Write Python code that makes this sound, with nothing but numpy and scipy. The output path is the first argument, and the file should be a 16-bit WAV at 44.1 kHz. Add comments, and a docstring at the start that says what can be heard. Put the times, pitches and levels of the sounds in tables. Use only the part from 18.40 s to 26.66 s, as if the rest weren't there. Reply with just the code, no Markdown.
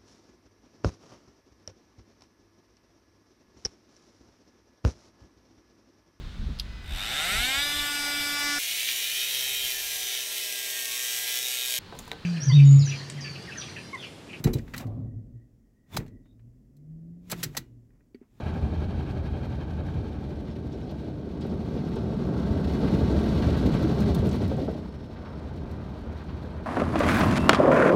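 """A spinning cloth wash brush drums along the side of a closed car and leaves, heard from inside.
A second brush works at the rear. Their strips beat the panels, scrub the wet paint and make the cabin
boom. Flung water hisses on the glass in time with the brushes and rings the rear pane; drops tick on
the near window and water squirts through a seal."""
import sys
import numpy as np
from scipy import signal
from scipy.fft import rfft, irfft
from scipy.io import wavfile
from scipy.ndimage import uniform_filter1d

SR = 44100
rng = np.random.default_rng(int(sys.argv[2]) if len(sys.argv) > 2 else 0)


def master_out(mix):
    """Clip the mix to full scale and print it as 16-bit PCM to the path in sys.argv[1]."""
    frames = np.transpose(np.atleast_2d(mix))
    ceiling = np.clip(frames, -1, 1)
    pcm = np.round(ceiling * 32767).astype(np.int16)
    wavfile.write(sys.argv[1], SR, pcm)


N = 364266
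TIME = np.arange(N) / SR


def from_db(db):
    """Decibels to gain."""
    return 10 ** (np.asarray(db) / 20)


def sum_db(a_db, b_db):
    """Power sum of two unrelated sounds."""
    return 10 * np.log10(from_db(a_db) ** 2 + from_db(b_db) ** 2)


def unit_rms(x):
    """Scale to rms 1."""
    return x / np.sqrt(np.mean(x ** 2) + 1e-20)


def curves(rows):
    """Each column after time_s, interpolated to every sample."""
    time_s, *columns = np.transpose(rows)
    return [np.interp(TIME, time_s, column) for column in columns]


def smooth(x, span_s):
    """Moving average, applied twice."""
    size = max(int(span_s * SR), 2)
    return uniform_filter1d(uniform_filter1d(x, size), size)


def wander(span_s):
    """Smooth random swing, rms 1."""
    return unit_rms(smooth(rng.standard_normal(N), span_s))


def steady(x, span_s):
    """Hold the power near 1 over span_s, keeping the faster grain."""
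    power = np.maximum(smooth(x ** 2, span_s), 0)
    return x / np.sqrt(power + 1e-4 * np.mean(x ** 2))


def through(x, tone, size=8192):
    """Minimum-phase body filter; falls 30 dB per octave beyond the ends of its tone table."""
    hz, db = np.transpose(tone)
    octave = np.log2(np.maximum(np.fft.rfftfreq(size, 1 / SR), 1))
    beyond = np.abs(octave - np.clip(octave, np.log2(hz[0]), np.log2(hz[-1])))
    gain = from_db(np.interp(octave, np.log2(hz), db) - 30 * np.minimum(beyond, 3))
    cepstrum = irfft(np.log(gain))
    cepstrum[1:size // 2] *= 2
    cepstrum[size // 2 + 1:] = 0
    impulse = irfft(np.exp(rfft(cepstrum)))
    return signal.fftconvolve(x, impulse)[:N]


def resonance(x, hz, width_hz):
    """Two-pole resonance, peak gain 1."""
    r = np.exp(-np.pi * width_hz / SR)
    gain = (1 - r * r) / 2
    return signal.lfilter([gain, 0, -gain], [1, -2 * r * np.cos(2 * np.pi * hz / SR), r * r], x)


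def impacts(per_s, spread_db):
    """Randomly timed clicks of uneven strength."""
    sizes = from_db(spread_db * np.clip(rng.standard_normal(N), -2, 2)) * rng.choice([-1, 1], N)
    return sizes * (rng.random(N) < per_s / SR) + 1e-18


def place(out, hit, start_s, peak_db):
    """Add a hit to out, scaled to peak_db."""
    at = round(start_s * SR)
    out[at:at + len(hit)] += from_db(peak_db) * hit[:N - at] / np.abs(hit).max()


def bursts(events, tone, rise_s, decay_s, spread_db, ring_db, width_ratio, size=4096):
    """Short patters of uneven contacts through a body, each ringing round its own pitch."""
    out, age_s = np.zeros(N), np.arange(size) / SR
    body = through(np.ones(1), tone)[:size]
    envelope = np.exp(-age_s / decay_s) * (1 - np.exp(-age_s / rise_s))
    for start_s, peak_db, pitch_hz in events:
        patter, force = rng.standard_normal((2, size))
        hit = signal.fftconvolve(patter * from_db(spread_db * force) * envelope, body)[:size]
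        ring = from_db(ring_db) * resonance(hit, pitch_hz, width_ratio * pitch_hz)
        place(out, hit + ring, start_s, peak_db)
    return out


def cabin_echoes(x, t60_s=0.044, echo_db=-12.5, size=4096):
    """Dense early reflections off the windows, soon absorbed by the seats."""
    age_s = np.arange(size) / SR
    tail = rng.standard_normal(size) * from_db(-60 * age_s / t60_s) * (age_s > 0.002)
    echoes = signal.fftconvolve(x, tail / np.linalg.norm(tail))[:N]
    wet = from_db(echo_db)
    return (x + wet * echoes) / np.sqrt(1 + wet ** 2)


def seal_jet(push_db, start_s=3.6, end_s=6.9, fade_db_per_s=20, pitch_hz=5300, width_hz=380):
    """A thin jet sizzles across a window seal, chopped by the side brush."""
    drops = impacts(per_s=820, spread_db=4.5)
    jet = resonance(resonance(drops, pitch_hz, width_hz), pitch_hz, width_hz)
    outside_s = np.abs(TIME - np.clip(TIME, start_s, end_s))
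    return unit_rms(jet) * from_db(-74 - fade_db_per_s * outside_s + push_db)


# Seal squirts: start_s, level_db, pitch_hz
SEAL_SQUIRTS = [(2.1, -53, 5330), (2.318, -50, 5400), (2.42, -53, 5400), (3.09, -50, 5350),
                (3.45, -59, 5450), (3.53, -51, 5460)]
# Squirt spectrum: freq_hz, gain_db
SEAL_TONE = [(3500, 5), (5400, -5), (7000, -8)]


def squirts():
    """Water squirts through the window seal with a short whistle."""
    return bursts(SEAL_SQUIRTS, SEAL_TONE, rise_s=0.012, decay_s=0.013,
                  spread_db=7, ring_db=16, width_ratio=0.025)


# Spectrum of the crackle and the drop ticks: freq_hz, gain_db
TICK_TONE = [(1500, -12), (4000, 9), (6000, -0.5), (8500, -7), (10400, -11), (11800, -14), (14000, -8),
             (16000, -13)]
TICK_RANGE_HZ = (5000, 14000)


def high_crackle(level_db, per_s=200, bands=16):
    """Fine, speckled high crackle in narrow bands from 5 to 14 kHz."""
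    speckle = sum(resonance(impacts(per_s / bands, spread_db=4), hz, width_hz=260)
                  for hz in np.geomspace(*TICK_RANGE_HZ, bands))
    return unit_rms(through(speckle, TICK_TONE)) * from_db(level_db)


def small_drops(spray_db, per_s=11, offset_db=-3.5, spread_db=2):
    """Small drops spatter the window at random, louder in thicker spray."""
    lands = rng.random(N) < per_s / SR
    peak_db = spray_db + offset_db + spread_db * np.clip(rng.standard_normal(N), -2, 2)
    pitch_hz = rng.uniform(*TICK_RANGE_HZ, N)
    events = zip(TIME[lands], peak_db[lands], pitch_hz[lands])
    return bursts(events, TICK_TONE, rise_s=0.003, decay_s=0.006,
                  spread_db=1, ring_db=12, width_ratio=0.1)


# Biggest drops: start_s, level_db, pitch_hz
BIG_DROPS = [(0.2374, -56, 12500), (0.425, -58, 11000), (0.775, -63, 12500), (1.4641, -56, 12000),
             (1.8307, -63, 9000), (2.0048, -63, 11500), (2.2692, -60, 13000), (2.508, -53, 12500),
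             (3.009, -48, 8000), (3.0649, -54, 12000), (3.4857, -56, 12000), (3.556, -46, 9000),
             (3.8639, -55, 12600), (4.3213, -52, 11900), (4.4011, -50, 12900), (5.1716, -43, 12000),
             (5.2599, -40.5, 12000), (5.3388, -44, 9000), (5.425, -43, 12000), (5.6032, -38, 12000),
             (5.679, -42, 5500), (5.745, -33, 12450), (5.7872, -47, 12400), (5.8551, -45, 12500),
             (5.8684, -42, 12500), (5.888, -41, 8100), (5.911, -40, 6000), (5.926, -45, 12500),
             (5.9524, -47, 12000), (6.0267, -50, 9060), (6.0766, -45, 12000), (6.1654, -50, 8500),
             (6.3126, -56, 12500), (6.3799, -55, 12500), (6.4642, -63, 12000), (7.0828, -62, 12000),
             (7.1596, -54, 9000), (7.3108, -51, 12000), (7.5862, -61, 12000), (8.0312, -57, 12500)]


def big_drops():
    """Single drops tick against the near window."""
    return bursts(BIG_DROPS, TICK_TONE, rise_s=0.003, decay_s=0.005,
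                  spread_db=2, ring_db=9, width_ratio=0.36)


# Sheets of water: start_s, level_db, pitch_hz
WATER_SHEETS = [(2.4894, -44.5, 4000), (3.0112, -44, 4200), (3.3697, -46, 3800), (3.5564, -42, 3800),
                (5.2594, -44, 4000), (5.746, -49, 4000)]
# Splash spectrum: freq_hz, gain_db
SHEET_TONE = [(700, 1), (1500, 5), (2500, 10), (4200, 7), (5600, 0), (8000, -16), (12000, -22)]


def splashes():
    """Sheets of water splash across the glass."""
    return bursts(WATER_SHEETS, SHEET_TONE, rise_s=0.0079, decay_s=0.019,
                  spread_db=2, ring_db=6, width_ratio=0.43)


# Spray through the glass: freq_hz, gain_db
GLASS_TONE = [(1030, -23.5), (1750, -7.5), (1950, 0), (2140, -3), (2840, -4.5), (3910, -2.5), (4410, -3.5),
              (4920, -10.5), (5490, -10.5), (7620, -21.5), (9150, -21), (10400, -28), (11500, -24.5),
              (13900, -29), (15600, -34)]


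def spray(level_db):
    """Flung mist and coarser drops hiss on the glass in uneven gushes."""
    drops = unit_rms(impacts(per_s=2600, spread_db=6.5))
    mist = from_db(5.5) * rng.standard_normal(N)
    hiss = unit_rms(through(drops + mist, GLASS_TONE))
    return hiss * from_db(level_db + 1.54 * wander(span_s=0.011))


# Rear pane bending modes: pitch_hz, width_hz, gain_db
PANE_MODES = [(760, 68, 19.5), (1330, 270, 2.5), (1483, 49, 6), (1630, 113, 9), (2234, 94, 4),
              (2410, 55, 6), (2535, 42, 4), (2740, 80, -0.5), (3030, 64, 0.5), (3195, 52, 4),
              (3780, 98, -1.5), (4320, 100, -11)]


def rear_window(water_db, on_pane, off_pane_db=-5.5):
    """Water from the rear brush rings the pane, less as the brush moves off it."""
    water = impacts(per_s=4000, spread_db=3.5)
    ring = sum((-1) ** k * from_db(gain_db) * resonance(water, pitch_hz, width_hz)
               for k, (pitch_hz, width_hz, gain_db) in enumerate(PANE_MODES))
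    level_db = -47.5 + 1.6 * water_db + off_pane_db * (1 - on_pane)
    return steady(ring, span_s=0.053) * from_db(level_db)


# Loose cloth strokes: start_s, level_db, pitch_hz
CLOTH_SWISHES = [(2.07, -45, 1300), (4.468, -33, 1400), (5.02, -33, 1500), (5.135, -32.5, 1500),
                 (5.333, -34, 1500), (6.757, -44, 1470), (6.848, -41, 1210), (7.08, -46, 1000),
                 (7.3, -50, 1250), (7.795, -42.5, 1600), (7.883, -38.5, 1070), (7.972, -49, 1060),
                 (8.105, -46, 1130)]
# Swish spectrum: freq_hz, gain_db
PAINT_TONE = [(600, -5), (1000, 1), (1550, -4), (1850, -5.5), (2600, -7), (4200, -9), (6000, -25)]


def swishes():
    """Loose cloth swishes over the paint."""
    return bursts(CLOTH_SWISHES, PAINT_TONE, rise_s=0.012, decay_s=0.019,
                  spread_db=1, ring_db=4, width_ratio=0.34)


# Cloth on the rear pane, the tail and the side: freq_hz, gain_db
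PANE_SCRUB_TONE = [(480, -13.5), (600, 0), (650, -3.5), (700, -3), (800, -7.5), (880, 1.5), (1040, -11),
                   (1250, -9), (1380, -12), (1450, -7), (1630, -13), (1760, -23), (2200, -36)]
TAIL_SCRUB_TONE = [(420, -13), (505, 3.5), (560, -6), (620, 1), (700, -4.5), (790, -11.5), (870, -0.5),
                   (1020, -4.5), (1130, -12), (1220, -3), (1320, -11), (1440, -7), (1620, -14.5),
                   (1800, -18), (2150, -20.5), (2600, -30)]
SIDE_SCRUB_TONE = [(480, -10), (600, -1), (690, -1), (800, -7), (890, 1.5), (1020, -6.5), (1250, -6),
                   (1360, -7), (1440, -8), (1520, -9.5), (1630, -8.5), (1760, -19), (2200, -38)]


def scrubbing(rear_db, side_db, on_pane):
    """Wet strip ends flick and drag: evenly on the rear pane, loosely on the tail, and along the side."""
    pane, tail, side = (steady(through(impacts(per_s=2600, spread_db=4), tone), span_s=0.052)
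                        for tone in (PANE_SCRUB_TONE, TAIL_SCRUB_TONE, SIDE_SCRUB_TONE))
    slop_db = 1.3 * wander(span_s=0.035)
    tail = tail * from_db(2.5 + slop_db)
    rear = np.sqrt(on_pane) * pane + np.sqrt(1 - on_pane) * tail
    return rear * from_db(-49 + rear_db) + side * from_db(-40.5 + side_db)


# Cabin air response: freq_hz, gain_db
CABIN_TONE = [(12, -66), (20, -20), (32, -14.5), (65, 4.5), (81, 7), (102, -6), (135, -3), (180, -26.5),
              (300, -120)]


def boom(rear_db, side_db):
    """Dull blows flex the body and drive the lowest air modes of the cabin."""
    air = steady(through(impacts(per_s=990, spread_db=2), CABIN_TONE), span_s=0.099)
    bunching_db = 0.87 * wander(span_s=0.042)
    return air * from_db(sum_db(-31 + rear_db, -28 + side_db) + bunching_db)


# Heavy strips on the door: start_s, level_db, pitch_hz
DOOR_SLAPS = [(1.828, -44, 700), (1.912, -41, 587), (2.492, -39, 605), (2.521, -32, 447), (2.669, -33, 413),
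              (3.045, -27.5, 388), (3.124, -29.5, 447), (3.562, -24.5, 396), (3.986, -28, 375),
              (4.426, -22, 480), (4.77, -34, 634), (5.685, -28, 584), (6.002, -30, 600), (6.029, -32, 520),
              (6.113, -23, 536), (6.179, -21, 524), (6.279, -20.5, 463), (6.346, -34, 608),
              (6.374, -34, 625), (7.555, -39, 626), (7.654, -38, 552), (7.69, -38, 678), (7.96, -38, 513),
              (8.033, -35, 500)]
# Door skin modes: pitch_ratio, gain_db
DOOR_MODES = [(0.72, -10), (1, 0), (1.36, -6), (1.75, -15)]
# Wet cloth smack: freq_hz, gain_db
SMACK_TONE = [(150, -2), (300, 3), (450, 3), (700, -1.5), (900, -5.5), (1100, -13), (1500, -13.5),
              (2000, -44), (5000, -50)]


def slaps(rise_s=0.002, decay_s=0.017, knock_gain=0.75, size=4096):
    """A heavy wet strip lands flat: the cloth smacks and the door skin knocks."""
    knocks, age_s = np.zeros(N), np.arange(size) / SR
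    attack = 1 - np.exp(-age_s / rise_s)
    for start_s, level_db, pitch_hz in DOOR_SLAPS:
        phase = 2 * np.pi * pitch_hz * age_s
        ring = sum(from_db(gain_db) * np.sin(ratio * phase) * np.exp(-ratio * age_s / decay_s)
                   for ratio, gain_db in DOOR_MODES)
        place(knocks, ring * attack, start_s, level_db)
    smacks = bursts(DOOR_SLAPS, SMACK_TONE, rise_s=0.0023, decay_s=0.015,
                    spread_db=1.5, ring_db=-3, width_ratio=0.2)
    return knock_gain * knocks + np.sqrt(1 - knock_gain ** 2) * smacks


# Cloth bunches on the body: start_s, level_db, pitch_hz
PANEL_THUMPS = [(0.223, -25, 69.4), (0.326, -30, 69.5), (0.899, -27.5, 67), (1.04, -27, 77),
                (1.553, -19.5, 95), (3.105, -24.5, 218), (3.119, -27, 78), (3.363, -25.5, 233),
                (3.38, -24.5, 147), (3.593, -27, 96), (3.745, -27, 209), (4.104, -17, 79),
                (4.17, -23, 149.5), (4.248, -21.5, 74), (4.425, -19, 220), (4.521, -14.5, 132),
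                (4.53, -21, 342), (4.62, -17.5, 73), (4.688, -21.5, 68.4), (4.735, -20, 326),
                (4.76, -19, 68), (4.976, -19, 218), (5.039, -23, 116), (5.061, -18, 75), (5.246, -18, 212),
                (5.24, -21, 79), (5.27, -21.5, 302), (5.336, -20, 80), (5.428, -19, 320.6),
                (5.503, -19.5, 177), (5.596, -17.5, 209), (5.627, -17.5, 125), (5.697, -18, 80.5),
                (5.754, -19, 158.4), (5.791, -16, 83.3), (5.826, -20.5, 394), (5.845, -20, 136),
                (5.955, -22.5, 98), (6.022, -28, 194), (6.029, -19, 90), (6.135, -23, 123),
                (6.2, -24.5, 259), (6.236, -35, 128), (7.67, -30, 75.5), (7.929, -25, 72)]


def thumps(rise_s=0.009, decay_s=0.028, ruffle_gain=0.7, size=8192):
    """A soft, heavy blow swings one panel briefly, ruffled by the strips that follow."""
    out, age_s = np.zeros(N), np.arange(size) / SR
    envelope = (1 - np.exp(-age_s / rise_s)) * np.exp(-age_s / decay_s)
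    for start_s, level_db, pitch_hz in PANEL_THUMPS:
        strips = rng.standard_normal(size)
        width_hz = pitch_hz / 2
        ruffle = unit_rms(resonance(resonance(strips, pitch_hz, width_hz), pitch_hz, width_hz))
        swing = np.sin(2 * np.pi * pitch_hz * age_s)
        place(out, (swing + ruffle_gain * ruffle) * envelope, start_s, level_db)
    return out


# Near door and far panel responses: freq_hz, gain_db
DOOR_TONE = [(71, -28.5), (120, -0.5), (227, 2), (259, -5.5), (301, -3), (351, -8.5), (393, -5),
             (494, -14.5), (584, -14.5), (740, -19), (960, -49), (1630, -120)]
FAR_PANEL_TONE = [(71, -24), (120, -2), (216, -5), (250, -8.5), (286, -5), (348, -15), (385, -10),
                  (440, -17.5), (500, -17.5), (600, -18.5), (740, -28), (960, -40), (1630, -120)]


def drumming(rear_db, side_db):
    """Cloth strips beat the sheet metal in bunches: rear brush far off, side brush on the near door."""
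    door = steady(through(impacts(per_s=1000, spread_db=2.5), DOOR_TONE), span_s=0.024)
    far = steady(through(impacts(per_s=1500, spread_db=1), FAR_PANEL_TONE), span_s=0.09)
    panels = far * from_db(-35 + rear_db) + door * from_db(-23.5 + side_db)
    bunching_db = 0.548 * wander(span_s=0.042)
    return panels * from_db(bunching_db)


def brush_push(rate_hz, sweep_at_s, skew=0.052):
    """One swell each time the cloth comes round, rising faster than it falls."""
    angle = 2 * np.pi * rate_hz * (TIME - sweep_at_s)
    return np.cos(angle) - skew * np.sin(2 * angle)


# Rear brush bears on, backs off, returns lighter: time_s, beating_db, rubbing_db, pulse_depth_db
REAR_BRUSH_PATH = [(0, -1.5, 1.5, 1.2), (0.3, 2, -0.5, 1.9), (0.55, 0, -1.5, 2), (1.55, -3, -3, 2.5),
                   (2.2, -9, -9.5, 0.5), (6.68, -11, -6.5, -1.5), (6.82, -10, -4, 0),
                   (7.25, -4, -3.5, -0.2), (7.5, -10, -3, -0.5), (8.26, -6, -2.5, 0.5)]
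# Side brush creeps up, bears on the door, slides off: time_s, pressure_db, nearness_db, pulse_depth_db
SIDE_BRUSH_PATH = [(1.3, -17, -21, -2), (1.85, -14.5, -16.5, 1), (2.45, -12, -15.5, 1),
                   (2.85, -12, -18.5, 0.5), (3.1, -8.5, -12.5, 0.5), (3.7, -6, -10.5, 0.5),
                   (3.95, -3, -8, 0.5), (4.3, -3, -5, -0.5), (4.5, -1, -3.5, -1), (5, -1, 0, 0),
                   (5.7, -1.5, -3, 1.5), (5.97, -4, -4.5, 2), (6.25, -8.5, -8.5, 0.2),
                   (6.6, -18.5, -22.5, 0.5), (7.2, -17.5, -33, 1.5), (8.26, -17.5, -42, -1.5)]


def scene():
    """Both brushes pulse the body, cloth and water; the brighter sounds echo in the cabin."""
    beating_db, rubbing_db, rear_depth_db = curves(REAR_BRUSH_PATH)
    pressure_db, nearness_db, side_depth_db = curves(SIDE_BRUSH_PATH)
    on_pane = np.interp(TIME, [2.7, 6.0], [1, 0])  # rear brush moves from pane to tail
    rear_push_db = rear_depth_db * brush_push(rate_hz=11.36, sweep_at_s=0.781)
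    side_push_db = side_depth_db * brush_push(rate_hz=11.67, sweep_at_s=5.604)
    rear_beat_db, side_beat_db = 0.63 * rear_push_db, 1.47 * side_push_db
    rear_water_db, side_water_db = rubbing_db + rear_push_db, nearness_db + side_push_db
    spray_db = sum_db(-58.5 + rear_water_db, -46 + side_water_db)
    crackle_db = -69 + sum_db(-20, side_water_db)  # steady floor, swells with the side brush

    body = boom(beating_db, nearness_db) + thumps()
    body += drumming(beating_db + rear_beat_db, pressure_db + side_beat_db) + slaps()
    body += rear_window(rear_water_db, on_pane)
    cloth = scrubbing(rubbing_db + rear_beat_db, 1.38 * pressure_db + side_beat_db, on_pane)
    hiss = spray(spray_db) + seal_jet(side_push_db) + high_crackle(crackle_db)
    water = big_drops() + small_drops(spray_db) + splashes()
    return (body + cabin_echoes(cloth + swishes() + hiss + water + squirts()))[None]


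def record(dry, cutoff_hz=15700):
    """Steep low-pass."""
    return signal.sosfilt(signal.ellip(12, 0.1, 90, cutoff_hz, fs=SR, output="sos"), dry)


dry = scene()
out = record(dry)
master_out(out)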